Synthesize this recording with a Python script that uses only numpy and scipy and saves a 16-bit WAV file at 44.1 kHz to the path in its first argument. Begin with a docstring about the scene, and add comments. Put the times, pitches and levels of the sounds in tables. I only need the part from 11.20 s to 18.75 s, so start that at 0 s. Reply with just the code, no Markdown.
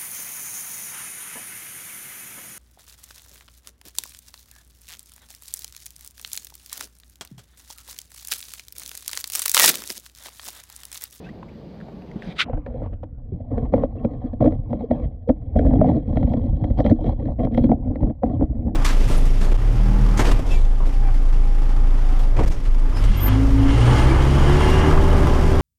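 """A plastic probe digs in the bed of a shallow creek: gravel grinds, stones knock and silt churns.
Each contact is a train of impulses that excites the resonances of a submerged waterproof case,
heard as a thud, a boom of its walls, a hollow clack, a tick and fine grit.
Before the case dips under, creek water laps as filtered noise; random clicks make faint crackles at
the surface and the loud splash of the dive. Drips, bubbles and lead-ins to knocks are short gliding tones."""
import sys
import numpy as np
from scipy import signal
from scipy.io import wavfile
from scipy.ndimage import uniform_filter1d

SR = 44100
rng = np.random.default_rng(int(sys.argv[2]) if len(sys.argv) > 2 else 0)


def wrap_up_sound(samples):
    """Save the sound to the file named by the first command line argument, as 16-bit audio."""
    columns = np.atleast_2d(samples).T
    # keep every value between -1 and 1, then stretch to whole-number steps
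    tamed = np.clip(columns, -1, 1)
    steps = np.round(tamed * 32767).astype(np.int16)
    wavfile.write(sys.argv[1], SR, steps)


N = 332955
DIVE_S = 1.245   # the case goes under water

# resonant modes of the submerged case, from lowest to highest family:
# (frequency [Hz], bandwidth [Hz], relative level [dB])
THUD_MODES = [(26.9, 29, -1.5), (50, 49.8, 0), (85, 49.4, -2.5), (124.1, 40.3, -8.5)]
BOOM_MODES = [(237.8, 32.4, 0.5), (270.8, 33, -3), (307.1, 22, -4)]
CLACK_MODES = [(455.7, 73, 7.5), (531.7, 104.4, 7.5), (625, 58, 4), (720, 65, 1.5), (1010, 190, -21),
               (1060, 70, -26.5)]
TICK_MODES = [(1403, 68, -2), (1740, 170, 1), (1950, 440, 1.5), (2290, 400, -4)]
GRIT_MODES = [(3244, 150, 4), (3430, 180, -7.5), (3673, 270, -9.5), (4070, 440, -7.5), (4530, 390, -14),
              (5840, 760, -25.5), (8760, 950, -29.5)]
# how sandy the bed is under the tip, before the trims of each source:
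# (time [s], grit above the tick [dB], ring of the probe above the tick [dB])
SAND_CURVE = [(1.25, -9.5, -16), (2.2, -5, -6), (2.32, -8.5, 5), (3.3, -3, 6.5), (4.65, -6, -8),
              (5.0, -0.5, 2), (5.87, 2, 0), (6.2, -8.5, 1), (6.42, 4, -9), (6.6, -10, -10), (7.12, -4.5, 5),
              (7.55, -15.5, -5)]


def from_db(db):
    """Amplitude gain is ten to the power of the level over 20."""
    return 10 ** (np.asarray(db) / 20)


def rms_one(x):
    """Dividing by the root mean square gives unit effective amplitude."""
    return x / np.sqrt(np.mean(x ** 2) + 1e-20)


def in_time(rows):
    """Linear interpolation turns each column of a curve into a value per sample."""
    s, *columns = np.transpose(rows)
    return [np.interp(np.arange(N) / SR, s, column) for column in columns]


def drift(rate_hz):
    """Low-passed noise: a double pole leaves a slow random fluctuation of unit rms."""
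    step = 40   # samples between the points of the slow signal
    settle = 2000
    r = np.exp(-2 * step * np.pi * rate_hz / SR)
    white = rng.standard_normal(N // step + settle + 2)
    slow = rms_one(signal.lfilter([1], [1, -2 * r, r * r], white)[settle:])
    return np.interp(np.arange(N) / step, np.arange(len(slow)), slow)


def band(x, low_hz, high_hz, order=2):
    """Butterworth band-pass: a maximally flat passband."""
    edges = [low_hz, min(high_hz, .45 * SR)]
    sos = signal.butter(order, edges, "band", fs=SR, output="sos")
    return signal.sosfilt(sos, x + 1e-18)


def resonate(x, modes):
    """Modal superposition: damped two-pole resonators in parallel, with alternating sign."""
    out = 0
    for k, (hz, width_hz, db) in enumerate(modes):
        r = np.exp(-np.pi * width_hz / SR)
        poles = [1, -2 * r * np.cos(2 * np.pi * hz / SR), r * r]
        gain = (-1) ** k * from_db(db) * (1 - r * r) / 2
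        out = out + gain * signal.lfilter([1, 0, -1], poles, x + 1e-18)
    return out


def grains(per_s, spread_db):
    """Shot noise: randomly timed impulses, many small and a few large; unit rms."""
    sizes = from_db(spread_db * np.minimum(rng.exponential(1, N), 4))
    signed = sizes * rng.choice([-1, 1], N)
    return rms_one(signed * (rng.random(N) < per_s / SR))


def coloured(sources, spectrum, patchy_db):
    """Spectral shaping in third-octaves, drawn in turn from two sources, each level flickering; unit rms."""
    hz, db = np.transpose(spectrum)
    edges = np.geomspace(22, 16000, 29)
    run_in = np.pad(sources, [(0, 0), (SR // 5, 0)], "wrap")   # lets the filters settle
    out = 0
    for k, (low, high) in enumerate(zip(edges, edges[1:])):
        log_centre = np.log(low * high) / 2
        level_db = np.interp(log_centre, np.log(hz), db, left=-60)
        part = band(run_in[k % 2], low, high, order=3)[-N:]
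        out = out + part * from_db(level_db + patchy_db * drift(6.5))
    return rms_one(out)


def swells(events, attack_s, release_s):
    """Exponential rise and decay around (start, length, dB) events; the strongest one rules."""
    t, gain = np.arange(0, N, 16) / SR, 0
    for start, length, db in events:
        before = np.maximum(start - t, 0)
        after = np.maximum(t - start - length, 0)
        gain = np.maximum(gain, from_db(db) * np.exp(-before / attack_s - after / release_s))
    return np.interp(np.arange(N) / SR, t, gain)


def through_case(x, low_hz, high_hz, order=2):
    """Band-limited transmission; between boom and clack the walls cancel each other in a notch."""
    null_hz, null_width_hz = 354.5, 77
    null = signal.iirnotch(null_hz, null_hz / null_width_hz, fs=SR)
    return signal.lfilter(*null, band(x, low_hz, high_hz, order=order))


def grinding(modes, force, low_hz, high_hz, even_s, order=2):
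    """Modes driven by many slips: their balance wanders while the short-term rms is evened to 1."""
    rings = 0
    for k, mode in enumerate(modes):
        wandering = force * from_db(3.5 * drift(16))
        rings = rings + (-1) ** k * resonate(wandering, [mode])
    sound = through_case(rings, low_hz, high_hz, order=order)
    mean_power = uniform_filter1d(sound ** 2, max(int(even_s * SR), 2))
    return sound / np.sqrt(np.abs(mean_power) + 1e-12)


def knocks(modes, times, peak_db, low_hz, high_hz, rattle, rattle_s, pitches_hz=None, focus_db=0):
    """Impact excitation: a short random build-up, a hit and a rattle convolved with randomly weighted modes."""
    build_up_s = 0.0036   # growth time of the build-up
    out = np.zeros(N + SR)
    t = np.arange(-SR // 60, SR // 25) / SR
    click = signal.unit_impulse(SR // 10)
    rings = np.array([(-1) ** k * through_case(resonate(click, [mode]), low_hz, high_hz)
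                      for k, mode in enumerate(modes)])
    shares_db = 3.5 * rng.standard_normal((len(times), len(modes)))
    if pitches_hz is not None:      # a stone favours the modes near its own pitch
        octaves_off = np.abs(np.log2(np.array(modes)[:, 0] / pitches_hz[:, None]))
        shares_db = shares_db - focus_db * octaves_off
    envelope = np.exp(-np.where(t < 0, -t / build_up_s, t / rattle_s))
    chance = rng.standard_normal((len(times), 2, len(t)))
    for s, db, share_db, (touch, size) in zip(times, peak_db, shares_db, chance):
        blow = (t == 0) + rattle * size * (touch > 2) * envelope
        sound = signal.fftconvolve(blow, from_db(share_db) @ rings)
        start = round((s + t[0]) * SR)
        out[start:][:len(sound)] += from_db(db) * sound / np.abs(sound).max()
    return out[:N]


def effort(share):
    """Power sum of scraping and creeping, for resonances that feel this share of the sharpness."""
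    # scrapes through the gravel; sharpness is how much the contact favours the treble:
    # (start [s], length [s], force [dB], sharpness [dB])
    scrape_rows = [(1.233, 0.11, -38.5, 2), (1.476, 0.19, -39.5, 10), (1.676, 0.065, -44, 2),
                   (2.099, 0.092, -45, -3), (2.31, 0.03, -29, 2.5), (2.359, .095, -29.5, 2.5),
                   (2.524, 0.12, -26.5, 3.5), (2.755, 0.21, -35, 2), (3.003, 0.079, -42, 13),
                   (3.207, 0.071, -22, 2), (3.298, 0.055, -32, -0.5), (3.495, 0.075, -28, -5.5),
                   (3.592, 0.051, -34, 6), (3.703, 0.062, -29.5, 3), (3.749, 0.098, -34.5, 9),
                   (4.358, 0.37, -20, -4), (4.559, .07, -17, -7), (4.656, 0.051, -17.5, 0.5),
                   (4.721, 0.059, -21, -3), (4.875, .08, -26.5, -4), (4.951, 0.24, -23.5, -5.5),
                   (5.168, .11, -26, -8), (5.284, 0.12, -38.5, -9), (5.392, 0.093, -30, -7.5),
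                   (5.58, 0.032, -24, 8), (5.643, 0.063, -23, 3.5), (5.807, .05, -30, -2),
                   (5.843, 0.077, -24.5, 3.5), (5.991, .13, -30, 1), (6.192, 0.063, -22, 4.5),
                   (6.312, 0.15, -29, 0.5), (6.422, 0.12, -22, -14), (6.56, 0.15, -34, -5.5),
                   (6.66, 0.075, -25.5, -6.5), (6.767, 0.061, -32, -10), (6.805, 0.1, -24.5, -6),
                   (7.051, 0.11, -25.5, -4), (7.198, 0.041, -20, -9.5), (7.309, 0.61, -31.5, -11.5),
                   (7.452, 0.033, -23, -9.5)]
    # loose pebbles creeping between the scrapes: (time [s], force [dB])
    creep_curve = [(1.25, -48), (1.95, -53.5), (2.4, -39.5), (3.2, -45.5), (3.85, -40), (4.0, -50.5),
                   (4.28, -42.5), (4.6, -36.5), (5.8, -38.5), (6.15, -46.5), (7.0, -53.5), (7.3, -43.5)]
    creep_sharpness_db = 1.5
    scrapes = [(start, length, force_db + share * sharp_db)
               for start, length, force_db, sharp_db in scrape_rows]
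    creep_db, = in_time(creep_curve)
    creeping = from_db(creep_db + share * creep_sharpness_db)
    return np.hypot(swells(scrapes, attack_s=0.0028, release_s=.013), creeping)


def gravel():
    """Stick and slip: pebbles give way in clumps with sand between; one effort drives all resonances."""
    # ring of the probe tube: (frequency [Hz], bandwidth [Hz], relative level [dB])
    probe_modes = [(1075, 62, 5.5), (1234, 20, -10.5)]
    grit_db, probe_db = in_time(SAND_CURVE)
    boom = effort(0)
    thud = from_db(-1) * boom
    clack = from_db(-7.5) * effort(0.63)
    tick = from_db(-37.5) * effort(0.94)
    probe = tick * from_db(probe_db + 4.5)
    grit = tick * from_db(grit_db - 1.0)
    slips = from_db(1.4 * drift(58))
    pebbles = slips * grains(per_s=750, spread_db=4)
    sand = slips * grains(per_s=1900, spread_db=2.0)
    both = pebbles + 0.64 * sand
    out = thud * grinding(THUD_MODES, pebbles, low_hz=53, high_hz=190, even_s=0.059)
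    out += boom * grinding(BOOM_MODES, pebbles, low_hz=138, high_hz=388, even_s=0.046)
    out += clack * grinding(CLACK_MODES, pebbles, low_hz=353, high_hz=987, even_s=0.037, order=3)
    out += probe * grinding(probe_modes, sand, low_hz=840, high_hz=1430, even_s=0.13)
    out += tick * grinding(TICK_MODES, both, low_hz=1080, high_hz=2980, even_s=0.13)
    return out + grit * grinding(GRIT_MODES, both, low_hz=2660, high_hz=9900, even_s=0.13)


def stones():
    """Impact of single stones on all mode families, from thud to grit."""
    # stones knocked by the probe, levels before the trims below:
    # (time [s], clack level [dB], boom level [dB], tick level [dB], pitch of the clack [Hz])
    knock_rows = [(1.298, -22.5, -27, -49, 530), (1.334, -24, -30, -51, 713), (1.377, -28.5, -35, -55, 558),
                  (1.463, -27, -36, -36, 527), (1.62, -26.5, -22, -63, 466),
                  (1.728, -34.5, -27.5, -53, 552), (1.833, -28, -28.5, -55, 524),
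                  (2.202, -31, -32, -71, 587), (2.314, -26, -16, -56, 490), (2.38, -18.5, -25.5, -39, 450),
                  (2.539, -5.5, -7.5, -30, 545), (2.581, -19, -32.5, -45, 530), (2.637, -11, -14, -61, 501),
                  (2.849, -15.5, -6.5, -37, 482), (3.044, -44, -13.5, -64, 535),
                  (3.133, -26, -17, -52, 545), (3.208, -19.5, -11, -46.5, 675),
                  (3.222, -9.5, -13, -51, 634), (3.244, -13, -18, -44, 537), (3.26, -11, -2.5, -35, 503),
                  (3.276, -15, -13.5, -38.5, 634), (3.323, -23.5, -23.5, -43.5, 530),
                  (3.532, -17, -15, -42.5, 564), (3.606, -28, -18.5, -61, 505), (3.711, -9, -7.5, -33, 655),
                  (4.092, -8.5, -2.5, -32, 597), (4.1, -13, -19.5, -56, 514), (4.359, -11, -8, -49, 574),
                  (4.391, -13, -12.5, -27, 565), (4.452, -20.5, -4, -70, 520),
                  (4.466, -19, -17, -38.5, 550), (4.537, -15.5, -9.5, -43, 680),
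                  (4.615, -7, -18.5, -41.5, 667), (4.645, -14.5, -20, -43, 705),
                  (4.69, -21, -10.5, -40, 657), (4.77, -21.5, -17.5, -51.5, 570),
                  (4.971, -16, -17.5, -30.5, 730), (5.03, -22, -25, -37, 714),
                  (5.137, -18, -15.5, -35.5, 625), (5.442, -20.5, -16.5, -36, 647),
                  (5.504, -23.5, -14, -47.5, 600), (5.586, -25, -8.5, -37, 630),
                  (5.602, -12, -16, -31.5, 603), (5.65, -16, -18, -41, 607),
                  (5.664, -14.5, -5.5, -26.5, 574), (5.698, -31, -16, -33.5, 614),
                  (5.712, -11, 1, -35, 588), (5.79, -25, -27, -70, 680), (6.055, -33, -16.5, -45.5, 706),
                  (6.086, -24.5, -30, -58, 710), (6.187, -26.5, -24, -60.5, 630),
                  (6.273, -20, -16.5, -62.5, 523), (6.322, -30.5, -13.5, -52, 596),
                  (6.347, -29, -28, -34, 555), (6.378, -10, -5.5, -28.5, 652),
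                  (6.395, -21, -11.5, -49, 510), (6.442, -20, -4, -35, 480), (6.495, -19.5, -5.5, -50, 595),
                  (6.517, -8.5, -6, -36.5, 588), (6.758, -24.5, -24, -38.5, 570),
                  (6.833, -21.5, -13.5, -53.5, 562), (6.897, -28, -22, -50, 593),
                  (7.035, -10, -7, -39, 686), (7.212, -18.5, -7, -59, 510), (7.225, -19.5, -22, -51, 496)]
    s, clack_db, boom_db, tick_db, pitch_hz = np.transpose(knock_rows)
    sand_s, sand_db, _ = np.transpose(SAND_CURVE)
    grit_db = tick_db - 10 + np.interp(s, sand_s, sand_db)
    # low bands start a few milliseconds early, so that their slower build-up meets the tick
    out = knocks(THUD_MODES, s - .005, boom_db - 12, low_hz=35, high_hz=178, rattle=0.16, rattle_s=0.0096)
    out += knocks(BOOM_MODES, s - .0029, boom_db - 4.5, low_hz=134, high_hz=360,
                  rattle=0.25, rattle_s=0.013)
    out += knocks(CLACK_MODES, s - .001, clack_db + .5, low_hz=340, high_hz=923,
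                  rattle=0.13, rattle_s=0.013, pitches_hz=pitch_hz, focus_db=26.5)   # dB per octave
    out += knocks(TICK_MODES, s, tick_db - .5, low_hz=1020, high_hz=2600, rattle=0.22, rattle_s=0.0049)
    return out + knocks(GRIT_MODES, s, grit_db, low_hz=2960, high_hz=9900, rattle=1.0, rattle_s=0.0039)


def thumps():
    """Soft low-frequency excitation: the bed gives way, shoves the case and rings its lowest modes only."""
    # (time [s], peak level [dB])
    thump_rows = [(1.331, -16.5), (1.569, -22), (2.122, -21), (3.391, -21), (3.857, -14.5), (4.355, -8),
                  (4.459, -7.5), (4.906, -15), (4.965, -10), (5.036, -8), (5.283, -15), (5.328, -13),
                  (5.435, -14), (5.498, -9.5), (5.59, -9.5), (5.665, -13), (5.882, -12), (6.397, -9.5),
                  (6.673, -15), (6.826, -8), (7.22, -10)]
    s, db = np.transpose(thump_rows)
    return knocks(THUD_MODES, s, db, low_hz=27.2, high_hz=178, rattle=0.054, rattle_s=0.0056)


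def silt():
    """Random forcing of the lowest modes: stirred water and silt make a deep, lumpy rumble."""
    # silt churning around the case: (time [s], level [dB])
    churn_curve = [(1.25, -38), (1.35, -28.5), (1.5, -35.5), (1.7, -27.5), (1.8, -35), (2.25, -35),
                   (2.39, -24.5), (2.7, -32), (3.15, -30), (3.33, -23), (3.65, -41.5), (3.82, -23.5),
                   (4.0, -37.5), (4.55, -19.5), (4.83, -28.5), (5.35, -22.5), (6.7, -29), (6.98, -36.5),
                   (7.15, -23), (7.55, -28)]
    churn_db, = in_time(churn_curve)
    eddies = grains(per_s=550, spread_db=1.5)
    return from_db(churn_db) * grinding(THUD_MODES, eddies, low_hz=21, high_hz=126, even_s=0.11)


def froth():
    """Shot noise: a fizz of small bubbles fades after the dive, with short crackling clicks."""
    # spectrum of fizz and clicks: (frequency [Hz], relative level [dB])
    froth_spectrum = [(500, -8.5), (750, -4), (1100, 0.5), (1500, -8.5), (2200, -16.5), (3000, -21.5),
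                      (4500, -40.5), (9000, -57)]
    # short crackling clicks, most of them together with a knock: (start [s], length [s], level [dB])
    crackle_rows = [(1.331, 0.0039, -49), (1.37, 0.0067, -59), (1.465, 0.00081, -38), (1.625, 0.051, -52.5),
                    (1.731, 0.0053, -45.5), (1.832, 0.0062, -43)]
    fizz_db, fade_db_per_s = -53.5, 34
    under_s = np.maximum(np.arange(N) / SR - DIVE_S, 0)
    fizz = from_db(fizz_db - fade_db_per_s * under_s)
    crackles = swells(crackle_rows, attack_s=0.00056, release_s=0.0047)
    pops = [grains(per_s=1600, spread_db=2.0) for _ in range(2)]
    return (fizz + crackles) * coloured(pops, froth_spectrum, patchy_db=5.0)


def gliding_tones():
    """Damped oscillation: a tone swells, glides and decays; before the dive a wet noise tick joins it."""
    # drips, bubbles and short pitched tones leading into knocks; the glide lasts two lengths:
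    # (start [s], tone peak [dB], pitch [Hz], length [s], rise per length [octaves])
    tone_rows = [(0.035, -50, 2490, 0.033, 0.11), (0.061, -45, 1510, 0.018, 0.098),
                 (0.087, -44, 1820, 0.013, 0.15), (0.228, -34.5, 1020, 0.0057, 0.013),
                 (0.283, -52.5, 2010, 0.016, 0.33), (0.603, -41, 1670, 0.0017, 0.066),
                 (0.612, -38, 1490, 0.0021, 0.13), (0.682, -37.5, 735, 0.01, 0.067),
                 (0.821, -46, 2480, 0.0018, 0.044), (0.914, -39, 2000, 0.0027, 0.072),
                 (0.958, -20.5, 190, 0.013, 0.12), (1.022, -30, 1700, 0.0025, 0.068),
                 (1.07, -29, 190, 0.044, -0.24), (1.283, -29.5, 824, 0.0098, -0.24),
                 (1.353, -31, 315, 0.058, -0.091), (1.371, -47, 1460, 0.0067, 0.15),
                 (1.542, -26.5, 538, 0.017, -0.081), (2.119, -29.5, 407, 0.016, -0.16),
                 (2.125, -27.5, 177, 0.036, 0.0053), (2.782, -59, 2600, 0.01, 0.08),
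                 (3.637, -21.5, 467, 0.014, -0.024), (4.073, -20.5, 516, 0.02, -0.18),
                 (7.018, -26.5, 540, 0.025, 0.059)]
    out, t = np.zeros(N), np.arange(SR // 4) / SR
    whites = rng.standard_normal((len(tone_rows), len(t)))
    for (s, db, hz, length, rise), white in zip(tone_rows, whites):
        age = t / length
        pitch_hz = hz * 2 ** (rise * np.minimum(age, 2))
        tone = np.sin(2 * np.pi * np.cumsum(pitch_hz) / SR)
        swell = age ** 2 * np.exp(-4.5 * age)
        wet = .4 * (s < DIVE_S) * rms_one(band(white, hz / 2, 1.5 * hz))
        out[round(s * SR):][:len(t)] += from_db(db) * swell / swell.max() * (tone + wet)
    return out


def splash():
    """Shot noise of bursting droplets: dense crackles shaped by a bright spectrum."""
    # spectrum of the droplets: (frequency [Hz], relative level [dB])
    droplet_spectrum = [(600, -28.5), (1000, -16.5), (1350, -4.5), (2000, -5.5), (2600, -6.5), (3300, 0.5),
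                        (4300, -12.5), (5500, -19), (7000, -32), (8500, -30), (11000, -45.5), (15000, -59)]
    # faint crackles at the surface and the loud splash of the dive: (start [s], length [s], level [dB])
    splash_rows = [(.01, 0.083, -62.5), (.995, .025, -59), (1.025, .1, -48.5), (1.165, .025, -45.5),
                   (1.197, .019, -17)]
    droplets = [grains(per_s=3500, spread_db=3.5) for _ in range(2)]
    gain = swells(splash_rows, attack_s=0.0066, release_s=0.0093)
    return gain * coloured(droplets, droplet_spectrum, patchy_db=3.5)


def creek():
    """Broadband noise shaped in frequency and time: running water laps near the case."""
    # spectrum of the creek in open air: (frequency [Hz], relative level [dB])
    creek_spectrum = [(25, -7.5), (80, -6), (110, -13), (150, -2.5), (192, 1.5), (250, -10), (400, -11.5),
                      (700, -17), (1300, -34), (2200, -36.5), (3200, -41), (4100, -37), (5500, -50.5),
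                      (10500, -70.5), (12800, -50), (15000, -61.5)]
    # its loudness: (time [s], level [dB])
    creek_curve = [(0, -37.5), (0.25, -40), (0.5, -39), (0.7, -39), (0.95, -38.5), (1.1, -36), (1.18, -42)]
    level_db, = in_time(creek_curve)
    water = coloured(rng.standard_normal((2, N)), creek_spectrum, patchy_db=1.0)
    return from_db(level_db) * water


def scene():
    """Superposition: open air first, then the creek bed, with gliding tones over a faint hiss."""
    under, = in_time([(DIVE_S - .002, 0), (DIVE_S + .002, 1)])
    surface = creek() + splash()
    bed = silt() + gravel() + stones() + thumps() + froth()
    hiss = from_db(-101) * rng.standard_normal(N)
    return ((1 - under) * surface + under * bed + gliding_tones() + hiss)[None]


def record(dry):
    """Soft saturation rounds the loudest peaks; a steep low-pass cuts the top."""
    ceiling, cutoff_hz = .95, 15300
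    rounded = dry / (1 + (dry / ceiling) ** 8) ** (1 / 8)
    low_pass = signal.cheby2(12, 70, cutoff_hz, fs=SR, output="sos")   # 70 dB down from the cutoff up
    return signal.sosfilt(low_pass, rounded)


dry = scene()
out = record(dry)
wrap_up_sound(out)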